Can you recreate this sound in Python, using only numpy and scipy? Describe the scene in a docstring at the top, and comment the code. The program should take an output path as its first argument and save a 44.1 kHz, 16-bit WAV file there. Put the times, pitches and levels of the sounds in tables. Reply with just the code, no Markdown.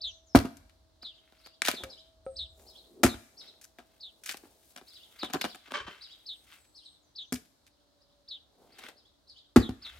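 """A sparrow cheeps over faint air and a far drone, then an axe splits firewood on a chopping block.
Blows, and a log set on the block, are decaying modes of log, block and earth with filtered grain bursts.
Billets snap apart, knock together and land; the axe head skids over stones; bark and soles rub.
Birds are gliding sines with a fast pitch buzz. Noise responses add the yard's scatter, tail and shed echo."""
import sys
import numpy as np
from scipy import signal
from scipy.fft import rfft, irfft
from scipy.io import wavfile

SR = 44100
rng = np.random.default_rng(int(sys.argv[2]) if len(sys.argv) > 2 else 0)


def to_wav(sig):
    """Store sig (one row per channel, or 1-D mono) as 16-bit WAV at the path in sys.argv[1].

    Samples outside -1..1 are clipped; the rate is SR.
    """
    pcm = np.clip(np.atleast_2d(sig), -1, 1) * 32767
    pcm = np.round(pcm).astype(np.int16)
    wavfile.write(sys.argv[1], SR, pcm.T)  # frames by channels


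N = 440559
TIME_S = np.arange(N) / SR
SHORT_S = TIME_S[:SR // 2]  # half a second, for single events
TOP_HZ = 16000

# Crunch and yard bands: (low edge [Hz], high edge [Hz])
BANDS_HZ = [(170, 500), (500, 1500), (1500, 5000), (5000, 14500)]

# Air spectrum: (frequency [Hz], relative density [dB per Hz])
AIR_SPECTRUM = [(30, -8), (100, -7), (200, -13), (290, -8), (450, -14.5), (600, -11.5), (970, -16.5),
                (1400, -20), (2500, -28.5), (4000, -16), (7000, -28), (15000, -35)]
AIR_DB, RUMBLE_DB = -69.5, -76
# Rumble swells: (peak time [s], rise [s], fall [s], level [dB])
RUMBLE_SWELLS = [(0, .1, .4, -61), (.6, .4, .55, -57.5), (2.4, 0.29, 0.37, -51.5), (9.98, .3, .1, -57.5)]
# Far drone before its wobble: (time [s], frequency [Hz], level [dB])
DRONE_TRACK = [(0, 650, -66.5), (1.1, 640, -75), (2.2, 647, -64.5), (3.2, 650, -73), (5, 645, -77.5),
               (7.2, 595, -88.5), (8.2, 573, -69.5), (8.5, 574, -86), (10, 586, -81)]

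# Bird notes: (time in note [s], frequency before pitch factor [Hz], relative level [dB], buzz depth [Hz])
# Sparrow: sharp flick, then buzzing fall
CHEEP_NOTE = [(0, 3300, -22, 1), (.008, 4340, -14, 80), (.013, 5120, -5.5, 150), (.021, 4580, -11, 310),
              (.032, 4220, -8, 250), (.037, 3950, 0, 280), (.06, 3614, -3.5, 260), (.08, 3600, -6, 210),
              (.112, 2920, -26.5, 180)]
# Chirrup, same columns
CHIRRUP_NOTE = [(0, 3844, -10.5, 3.5), (.025, 5423, 4.5, 204), (.038, 4266, -0.5, 109.5),
                (.055, 3750, -5.5, 82), (.08, 3000, -18, 56.5), (.1, 3248, -5.5, 77),
                (.118, 4122, -3.5, 119.5), (.132, 3597, -5.5, 77.5), (.155, 3288, -20, 54)]
# Small bird's thin whistle, same columns
WHISTLE_NOTE = [(0, 8010, 10, 6), (.018, 8695, -3, 13), (.09, 7850, 3.5, 34.5), (.16, 7900, 1, 84),
                (.2, 7773, -16.5, 0)]
# Small bird's falling slur, same columns
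SLUR_NOTE = [(0, 7900, -11, 1.5), (.018, 6500, -2.5, 30.5), (.04, 5800, -1, 29), (.065, 5400, -4, 29.5),
             (.085, 5950, -7, 33.5), (.11, 6020, -15.5, 22.5)]
# Cheep calls: (time [s], relative level [dB], pitch factor [ratio])
CHEEP_CALLS = [(.005, -29, 0.98), (1.014, -37, 0.98), (1.735, -37, 1), (2.356, -30.5, 1.014),
               (3.056, -38.5, 1.03), (3.997, -38.5, 1.003), (5.184, -34, 0.99), (6.254, -34.5, 1),
               (7.149, -35.5, 0.99), (8.275, -36, 0.98), (9.592, -37, 0.98), (9.814, -38, 0.99)]
# Chirrup calls, same columns
CHIRRUP_CALLS = [(1.044, -49.5, 0.93), (1.372, -58, 1), (1.43, -53, 0.92), (1.881, -43.5, 0.97),
                 (2.661, -43.5, 1), (3.365, -43.5, 1), (4.866, -47.5, 0.94), (4.921, -45, 0.93),
                 (5.389, -40, 0.95), (6.006, -38.5, 0.94), (6.74, -43.5, 1), (7.702, -67.5, 0.96),
                 (8.0, -62, 1), (8.709, -57, 0.93), (8.958, -55, 1), (9.266, -44.5, 1)]
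# Whistle calls, same columns
WHISTLE_CALLS = [(2.25, -60.5, 1.025), (2.496, -68, 0.9), (6.26, -68, 1.07), (6.52, -65.5, .99),
                 (6.77, -67, 1.06)]
# Slur calls, same columns
SLUR_CALLS = [(0.056, -48.5, 1.036), (0.259, -52.5, 0.95), (7.012, -67, 1.05), (7.195, -61, 1.05)]

# Bark dragged over wood and gravel: (peak time [s], rise [s], fall [s], level [dB], grit re level [dB])
BARK_DRAGS = [(1.474, 0.38, 0.055, -64.5, -6), (1.712, .01, 0.018, -36.5, -9.5),
              (3.43, 0.033, 0.14, -60.5, -18), (3.97, .25, .05, -72.5, -9), (4.458, .06, 0.047, -69, -9),
              (4.884, 0.14, 0.67, -71, 5.5), (5.205, 0.084, 0.044, -52.5, -11), (5.485, 0.026, .13, -66, 5),
              (5.68, 0.068, 0.022, -53, -21), (5.91, 0.022, 0.28, -53.5, -18.5),
              (6.54, 0.091, .08, -53, -11), (8.864, 0.13, 0.048, -47, -14), (9.856, .06, 0.38, -52, -13)]
# Soles shifting on gravel, same columns
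SOLE_SHUFFLES = [(1.82, 0.063, 0.028, -50, -19), (1.89, 0.072, .12, -55.5, -25.5),
                 (2.6, 0.088, 0.73, -63, 0), (3.43, .15, 0.32, -66, -10), (4.46, 0.86, .45, -68, 0.5),
                 (4.72, 0.19, .03, -90.5, 28), (5.1, .3, 0.23, -70.5, -1.5), (6.45, 1, 0.59, -76, 7),
                 (8.64, 0.14, .12, -59.5, -12.5), (8.864, .2, .2, -61.5, -14),
                 (9.97, .08, 0.093, -66.5, -7.5)]
# Axe head cutting the air: (peak time [s], level [dB])
AXE_SWINGS = [(3.019, -49)]
SWING_RISE_S, SWING_FALL_S = .17, .02
GESTURE_FADE_DB = 20  # loss one rise before, or one fall after, a gesture's peak

# Axe head skidding over stones: (time [s], level [dB], t60 [s])
AXE_SKIDS = [(5.706, -35, 0.039), (5.737, -27.5, 0.27), (5.801, -30, 0.037), (5.865, -39, 0.26),
             (5.953, -53, 0.1)]
# Steel and stone resonances: (frequency [Hz], width, at least 35 used [Hz], relative level [dB])
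SKID_RESONANCES = [(448, 81, 0.5), (578, 15, 3), (1126, 160, 6), (1560, 280, 4.5), (2190, 72, -2),
                   (2395, 20, -1), (2650, 60, 3.5), (3063, 30, 11.5), (3500, 22, -24), (3590, 26, -29),
                   (3820, 30, -35)]

# Loose-billet resonances: (frequency before pitch factor [Hz], width [Hz], relative level [dB])
BILLET_RESONANCES = [(278, 66, 12.5), (336, 120, -9), (600, 70, -5.5), (720, 80, 4), (1000, 80, -3),
                     (1284, 90, -2), (1480, 90, -4.5), (1620, 120, -6), (2333, 150, -2), (2910, 110, -3.5),
                     (3540, 250, -7.5)]
CONTACT_LAG_S = .0013  # snaps and knocks start this long after their table time
# Snapping fibres: (time before lag [s], relative level [dB], brightness [dB per band], t60 [s])
FIBRE_SNAPS = [(.568, -64.5, 8.5, 0.024), (0.694, -66, -4, 0.043), (1.618, -28, -2.5, 0.018),
               (1.647, -34.5, -3, 0.052), (1.657, -35, 1, 0.12), (1.671, -29.5, -3, 0.21),
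               (3.612, -60, 9, 0.14), (3.638, -61, 9.5, .05), (4.235, -54.5, 6, .05),
               (4.257, -43.5, 4.5, 0.15), (4.29, -35.5, -2.5, 0.068), (4.311, -43.5, 4, .068),
               (4.369, -56, 7, .02), (5.4106, -32.5, -5.5, 0.027), (7.354, -48, -1, 0.069),
               (7.665, -63.5, 1.5, .05)]
# Billets knocking and landing, same columns
BILLET_KNOCKS = [(1.024, -58, 1.5, .11), (1.321, -65.5, 1.5, 0.045), (1.459, -54.5, 4.5, .05),
                 (1.682, -23.5, 6, 0.024), (1.735, -76, -16.5, 0.035), (1.834, -41, 5, 0.031),
                 (3.139, -52, -1, 0.072), (3.784, -52.5, 1, 0.097), (4.338, -50.5, 1, 0.094),
                 (4.431, -72, -9, 0.16), (4.76, -48, 6.5, 0.024), (4.772, -51, 4.5, 0.074),
                 (4.81, -64, -3, .044), (5.227, -41.5, -2.5, 0.063), (5.241, -44, 3, .088),
                 (5.297, -50.5, 0.5, 0.06), (5.329, -38, 9.5, 0.051), (5.338, -37.5, -2.5, 0.062),
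                 (5.351, -46, -5.5, 0.038), (5.439, -37.5, 0.5, 0.037), (5.446, -37, 1, .045),
                 (5.545, -49, 5, 0.028), (5.671, -60.5, 0.5, 0.15), (5.71, -45, 1.5, 0.079),
                 (5.875, -57.5, -4, 0.037), (8.782, -52.5, 6.5, .08), (8.834, -56, 2.5, .047),
                 (8.882, -51, 4.5, 0.08)]
# Snap spectrum: (level offset in each of BANDS_HZ [dB])
SNAP_COLOUR_DB = [-29.5, -16.5, 0.5, -2]
# Knock spectrum, same columns
KNOCK_COLOUR_DB = [1.5, 3, 0.5, -9]
SNAP_TICK_DB, KNOCK_TICK_DB = 10.5, 4  # re event level
CHIP_DB, CHIP_T60_S = -68.5, .06
# Taps on a freely swinging split half: (time [s], relative level [dB])
SPLIT_HALF_TAPS = [(1.838, -41.5), (2.265, -32.5)]
# Split-half modes: (frequency before pitch factor [Hz], relative level [dB], t60 [s])
SPLIT_HALF_MODES = [(555, 1.5, 0.19), (775, -14, 0.14), (1350, -13.5, 0.086), (2360, -32.5, 0.052)]

# Log-on-block modes: (frequency before pitch factor [Hz], relative level [dB], t60 [s])
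LOG_MODES = [(262.5, -1, 0.097), (323, -15, 0.14), (400, -18.5, 0.092), (445, -23.5, .05),
             (625, -30.5, .09), (665, -26.5, .1), (770, -30.5, 0.11), (1124, -36.5, 0.15),
             (1273, -31, 0.11), (1450, -30, 0.093), (1850, -36, 0.25), (2080, -38.5, .12)]
# Chopping-block hum under every contact: (frequency [Hz], relative level [dB], t60 [s])
STUMP_MODES = [(232.3, -16.5, 0.24)]
# Block-on-earth modes: (frequency before pitch factor [Hz], relative level [dB], t60 [s])
GROUND_MODES = [(70, -2.5, 0.087), (106, -5.5, 0.11)]
# Weight coming down on the earth: (time [s], relative level [dB])
EARTH_THUDS = [(1.685, -47), (1.736, -64), (1.829, -36), (3.14, -34), (5.232, -48), (5.341, -42.5),
               (5.443, -46), (5.8, -44), (5.85, -43)]
# Second contact, log pressed on the block or bouncing back: (time [s], relative thump level [dB],
# pitch factor [ratio], relative ground level [dB], relative crunch level [dB],
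# crunch brightness [dB per band])
SECOND_CONTACTS = [(0.3571, -14.5, 1.0, -10.5, -27.5, -3.5), (.449, -24, 1, -42, -50, -4.5),
                   (3.0444, -9, 0.98, -18, -29.5, -.5), (7.3345, -27, 0.95, -38, -47.5, 6.5),
                   (9.5712, -5.5, 0.94, -11, -40, -3), (9.691, -23.5, 0.97, -28, -53, -4.5)]
# First contact, blade biting the log or (7.32 s) a log set on the block: (time [s],
# relative thump level [dB], thump pitch factor [ratio], knock before pitch factor [Hz],
# relative knock level [dB], relative crunch level [dB], crunch brightness [dB per band])
FIRST_CONTACTS = [(0.3495, -2, 1.05, 700, -6, -27, -6.5), (3.0325, -18.5, 1.44, 790.5, -22.5, -28, 1),
                  (3.0362, -12, 1.32, 1400, -11, -24, -0.5), (7.3232, -23, .96, 1210, -37.5, -40.5, 4),
                  (9.56, -12, 1.2, 1284, -12, -32.5, -2), (9.563, -4, 1.02, 380, -12, -31.5, -5.5)]
FIRST_T60_S, SECOND_T60_S = .05, 0.12
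FIRST_GROUND_DB = -33.5  # re thump


def amp(db):
    """Decibels to gain."""
    return 10 ** (np.asarray(db) / 20)


def unit(x):
    """Scale to rms 1."""
    return x / np.sqrt(np.mean(x ** 2))


def curves(table, t_s=TIME_S):
    """Join table columns by straight lines in time."""
    s, *columns = np.transpose(table)
    return [np.interp(t_s, s, c) for c in columns]


def add(out, s, x):
    """Mix a sound in at time s."""
    i = max(int(s * SR), 0)
    out[:, i:i + x.shape[-1]] += x[..., :N - i]


def band(x, lo_hz, hi_hz, order=3):
    """Causal band-pass."""
    edges_hz = [lo_hz, min(hi_hz, .49 * SR)]
    return signal.sosfilt(signal.butter(order, edges_hz, "band", fs=SR, output="sos"), x)


def decay(t60_s):
    """Exponential decay, 60 dB in t60_s."""
    return 1000 ** (-SHORT_S / t60_s)


def onset(rise_s):
    """Exponential approach to full gain."""
    return 1 - np.exp(-SHORT_S / rise_s)


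def pair(size, apart):
    """Two-channel noise: a shared part plus a separate part per channel."""
    noise = rng.standard_normal((3, size))
    return unit(noise[0] + apart * noise[1:])


def grains(size, spread_db, apart):
    """Noise in 32-sample grains of very unequal size."""
    sizes_db = spread_db * np.minimum(rng.exponential(size=size // 32 + 1), 5)
    return unit(pair(size, apart) * np.repeat(amp(sizes_db), 32)[:size])


def resonate(x, hz, width_hz):
    """One resonance, gain 1 at its centre."""
    return signal.lfilter(*signal.iirpeak(hz, hz / width_hz, fs=SR), x)


def ring(modes, pitch):
    """Free decay of struck modes."""
    out = 0
    for hz, db, t60_s in modes:
        out = out + amp(db) * np.sin(2 * np.pi * hz * pitch * SHORT_S) * decay(t60_s)
    return out


def push(x, contact_s):
    """Contact-force smoothing: longer contact, duller ring."""
    force = np.hanning(int(contact_s * SR) + 3)
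    return np.convolve(x, force / force.sum())


def gesture_gain(peak_s, rise_s, fall_s, db):
    """Gain linear in dB on both sides of a peak, silent beyond three rises or falls."""
    before = (peak_s - TIME_S) / max(rise_s, .005)
    after = (TIME_S - peak_s) / max(fall_s, .005)
    away = np.maximum(before, after)
    gain = np.zeros(N)
    close = away < 3
    gain[close] = amp(db - GESTURE_FADE_DB * away[close])
    return gain


def yard(x, near_db, near_t60_s, tail_db, low_t60_s, high_t60_s, echo_db, echo_s):
    """Scatter from ground and stumps, thin open-air tail, smeared shed echo."""
    edges = [(30, BANDS_HZ[0][1])] + BANDS_HZ[1:]
    tail_t60s_s = np.geomspace(low_t60_s, high_t60_s, len(edges))
    response = 0
    for (lo_hz, hi_hz), tail_t60_s, apart in zip(edges, tail_t60s_s, (.4, 1.5, 4, 6)):
        noise = band(pair(len(SHORT_S), apart), lo_hz, hi_hz)
        parts = ((near_db, .002, near_t60_s), (tail_db, .015, tail_t60_s), (echo_db, echo_s, .1))
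        for db, start_s, t60_s in parts:
            fade = (SHORT_S > start_s) * decay(t60_s)
            response = response + amp(db) * noise * fade / np.linalg.norm(fade)
    return x + signal.fftconvolve(x, response, axes=1)[:, :N]


def soft_air(swell):
    """Broadband noise shaped by the air spectrum, slowly varying in level."""
    hz, db = np.transpose(AIR_SPECTRUM)
    bins_hz = np.arange(N // 2 + 1) * SR / N
    colour = amp(np.interp(np.log(bins_hz + 1), np.log(hz), db))
    air = unit(irfft(rfft(pair(N, apart=2.3)) * colour, N))
    return air * amp(AIR_DB + .8 * swell)


def low_rumble():
    """Narrow low noise that swells now and then."""
    gain = amp(RUMBLE_DB) + sum(gesture_gain(*row) for row in RUMBLE_SWELLS)
    return unit(band(pair(N, apart=0.11), 42, 75, order=2)) * gain


def far_drone(swell, hum_db=-80, waver_depth=0.23):
    """Thin tone and its lower octave, blurred by moving air."""
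    hz, db = curves(DRONE_TRACK)
    shimmer = unit(band(rng.standard_normal(N), 4, 30, order=1))
    phase = 2 * np.pi * np.cumsum(hz * (1 + 0.0018 * swell + .011 * shimmer)) / SR
    waver = 1 + waver_depth * unit(band(pair(N, apart=.6), 1, 18, order=2))
    return waver * (amp(db) * np.sin(phase) + amp(hum_db) * np.sin(phase / 2))


def outdoors():
    """Air, rumble and drone; one slow swell moves air level and drone pitch."""
    swell = unit(band(rng.standard_normal(N), .5, 6, order=1))
    return soft_air(swell) + low_rumble() + far_drone(swell)


def bird(note, calls, buzz_hz, rasp, overtone_db, wander=.02, flutter_db=3):
    """Whistled glide with a fast pitch buzz; contour and loudness differ per call."""
    out = np.zeros((2, N))
    t_s = TIME_S[:int(note[-1][0] * SR)]
    hz, shape_db, depth_hz = curves(note, t_s)
    for s, db, pitch in calls:
        waver = unit(band(rng.standard_normal(len(t_s)), 30, 340, order=1))
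        bend = np.interp(t_s, np.linspace(0, t_s[-1], 6), rng.standard_normal(6))
        flutter = np.interp(t_s, np.linspace(0, t_s[-1], 20), rng.standard_normal(20))
        buzz = np.sin(2 * np.pi * (buzz_hz * t_s + rng.random()))
        glide_hz = pitch * hz * (1 + rasp * waver + wander * bend) + depth_hz * buzz
        phase = 2 * np.pi * np.cumsum(glide_hz) / SR
        voice = np.sin(phase) + amp(overtone_db) * np.sin(2 * phase)
        gain = amp(db + shape_db + flutter_db * flutter) * signal.windows.tukey(len(t_s), .08)
        add(out, s, gain * voice)
    return out


def birds():
    """Sparrow near the shed; other voices carry through trees and arrive blurred."""
    near = bird(CHEEP_NOTE, CHEEP_CALLS, buzz_hz=185.7, rasp=.02, overtone_db=-37.5,
                wander=0.017, flutter_db=0.5)
    far = bird(CHIRRUP_NOTE, CHIRRUP_CALLS, buzz_hz=283, rasp=0.037, overtone_db=-22.5,
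               wander=0.034, flutter_db=5.0)
    far += bird(WHISTLE_NOTE, WHISTLE_CALLS, buzz_hz=95, rasp=.008, overtone_db=-60, wander=0.0041)
    far += bird(SLUR_NOTE, SLUR_CALLS, buzz_hz=90, rasp=.004, overtone_db=-53, wander=0.0089)
    near = yard(near, near_db=-3, near_t60_s=.045, tail_db=-16, low_t60_s=.45, high_t60_s=.38,
                echo_db=-30, echo_s=.09)
    far = yard(far, near_db=1, near_t60_s=.06, tail_db=-3, low_t60_s=.55, high_t60_s=.45,
               echo_db=-11, echo_s=.08)
    return amp(-1.0) * near + amp(-9.5) * far


def firewood(x, pitch, direct):
    """Contact noise heard straight and through billet resonances."""
    rung = sum(amp(db) * resonate(x, hz * pitch, width_hz) for hz, width_hz, db in BILLET_RESONANCES)
    return direct * x + rung


def catching(depth_db=1.5, slow_hz=8, fast_hz=60):
    """Uneven gain as rubbing catches and slips."""
    return amp(depth_db * unit(band(rng.standard_normal(N), slow_hz, fast_hz, order=2)))


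def rubs():
    """Dragged bark and shuffling soles: dense grains; the drags also ring a billet."""
    out = np.zeros((2, N))
    scrape = firewood(grains(N, spread_db=3.5, apart=.6), 0.9, direct=0.51)
    scrape = unit(band(scrape, 1300, 4100, order=2))
    grit = unit(band(grains(N, spread_db=2.0, apart=1.0), 3500, 17000, order=1))
    dull = unit(band(grains(N, spread_db=1.5, apart=0.33), 200, 800))
    for table, body in ((BARK_DRAGS, scrape), (SOLE_SHUFFLES, dull)):
        for s, rise_s, fall_s, db, grit_db in table:
            out += gesture_gain(s, rise_s, fall_s, db) * (body + amp(grit_db) * grit)
    return out * catching()


def swishes():
    """Low band of air noise as the axe head swings."""
    gain = sum(gesture_gain(s, SWING_RISE_S, SWING_FALL_S, db) for s, db in AXE_SWINGS)
    return gain * unit(band(pair(N, apart=0.42), 240, 410, order=2))


def skids(rise_s=0.0034):
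    """Dense little impacts ring steel and stones, fading as the head slows."""
    out = np.zeros((2, N))
    for s, db, t60_s in AXE_SKIDS:
        contact = grains(len(SHORT_S), spread_db=1.9, apart=0.55)
        ringing = 0
        for hz, width_hz, gain_db in SKID_RESONANCES:
            ringing = ringing + amp(gain_db) * resonate(contact, hz, max(width_hz, 35))
        ringing = unit(band(ringing, 150, 5600, order=2))
        add(out, s, amp(db) * ringing * onset(rise_s) * decay(t60_s))
    return out


def tilted(db, brightness):
    """Level per band: a slope pivoting on the third band."""
    return db + brightness * (np.arange(len(BANDS_HZ)) - 2)


def crunch(levels_db, t60_s, direct, spread_db):
    """Grainy wood contact rings the wood; each band's energy equals 20 ms at its level."""
    burst = grains(len(SHORT_S), spread_db, apart=.8) * decay(max(t60_s, .008))
    burst = firewood(burst, 1 + 0.045 * rng.standard_normal(), direct)
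    burst = signal.lfilter([1], [1, -.5], burst)  # wood soaks up the top treble
    out = 0
    for i, (db, (lo_hz, hi_hz)) in enumerate(zip(levels_db, BANDS_HZ)):
        source = burst if i else burst[[0, 0]]  # long waves reach both ears alike
        out = out + amp(db) * unit(band(source, lo_hz, hi_hz))
    return out * np.sqrt(20 / 500)


def clack(db, brightness, t60_s, colour_db, tick_db, rise_s, tick_t60_s=.0023):
    """Hard tick, plus a crunch that builds as the contact closes and rings the billet."""
    tick = band(pair(len(SHORT_S), apart=.7) * decay(tick_t60_s), 1000, 3800, order=1)
    body = crunch(tilted(db, brightness) + colour_db, t60_s, direct=.64, spread_db=5.0)
    return amp(db + tick_db) * tick + body * onset(rise_s)


def knocks(chip_count=8):
    """Bright snaps, duller landings, stray bark chips; a free billet rings on."""
    out = np.zeros((2, N))
    for s, db, brightness, t60_s in FIBRE_SNAPS:
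        snap = clack(db, brightness, t60_s, SNAP_COLOUR_DB, SNAP_TICK_DB, rise_s=0.00024)
        add(out, s + CONTACT_LAG_S, snap)
    for s, db, brightness, t60_s in BILLET_KNOCKS:
        knock = clack(db, brightness, t60_s, KNOCK_COLOUR_DB, KNOCK_TICK_DB, rise_s=0.0011)
        add(out, s + CONTACT_LAG_S, knock)
    for s in rng.uniform(0, TIME_S[-1], chip_count):
        add(out, s, clack(CHIP_DB, 0, CHIP_T60_S, SNAP_COLOUR_DB, SNAP_TICK_DB, rise_s=0.0024))
    for s, db in SPLIT_HALF_TAPS:
        add(out, s, amp(db) * ring(SPLIT_HALF_MODES, 0.96))
    return out


def contact_crunch(thump_db, db, brightness, t60_s, rattle_db=-23, rise_s=0.00034):
    """Grainy crunch of a log contact; its lowest band rattles with the thump."""
    levels_db = [thump_db + rattle_db, *tilted(db, brightness)[1:]]
    return crunch(levels_db, t60_s, direct=.8, spread_db=4.07) * onset(rise_s)


def thump(pitch, size_db=1.0, low_hz=190):
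    """Log and block ring together, too small to radiate deep bass."""
    modes = ring(LOG_MODES, pitch) + ring(STUMP_MODES, 1)
    return amp(size_db) * band(modes, low_hz, TOP_HZ, order=2)


def earth(contact_s):
    """Block-on-earth modes, dulled by the contact time."""
    return push(ring(GROUND_MODES, 0.94), contact_s)


def log_contacts(knock_t60_s=.028, first_contact_s=0.00035, second_contact_s=.0004):
    """First contact thumps and knocks the log; a moment later the log loads block and earth."""
    out = np.zeros((2, N))
    ground = earth(contact_s=.004)
    for s, thump_db, pitch, knock_hz, knock_db, crunch_db, brightness in FIRST_CONTACTS:
        knock = ring([(knock_hz, knock_db, knock_t60_s)], 0.99)
        add(out, s, push(amp(thump_db) * thump(pitch) + knock, first_contact_s))
        add(out, s, amp(thump_db + FIRST_GROUND_DB) * ground)
        add(out, s, contact_crunch(thump_db, crunch_db, brightness, FIRST_T60_S))
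    for s, thump_db, pitch, ground_db, crunch_db, brightness in SECOND_CONTACTS:
        add(out, s, amp(thump_db) * push(thump(pitch), second_contact_s))
        add(out, s, amp(ground_db) * ground)
        add(out, s, contact_crunch(thump_db, crunch_db, brightness, SECOND_T60_S))
    for s, db in EARTH_THUDS:
        add(out, s, amp(db) * earth(contact_s=0.0078))
    return out


def scene():
    """Woodwork close by, its treble leaning left; most bird voices further off."""
    work = log_contacts() + knocks() + skids() + rubs() + swishes()
    work = yard(work, near_db=-12.5, near_t60_s=0.17, tail_db=-23.5, low_t60_s=.45, high_t60_s=0.97,
                echo_db=-38.0, echo_s=0.05)
    treble = band(work, 2000, 13000, order=1)
    work = work + treble * np.array([[.2], [-.2]])
    bird_pan_db = np.array([[.7], [-.7]])
    return work + birds() * amp(bird_pan_db) + outdoors()


def record(dry):
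    """Right channel one sample late; deep bass cut, peaks rounded, top cut."""
    ports = np.array([dry[0], np.roll(dry[1], 1)])
    ports = signal.sosfilt(signal.butter(4, 50, "high", fs=SR, output="sos"), ports)
    rounded = np.tanh(0.78 * ports) / 0.84
    return signal.sosfilt(signal.ellip(8, .2, 70, TOP_HZ, fs=SR, output="sos"), rounded)


dry = scene()
out = record(dry)
to_wav(out)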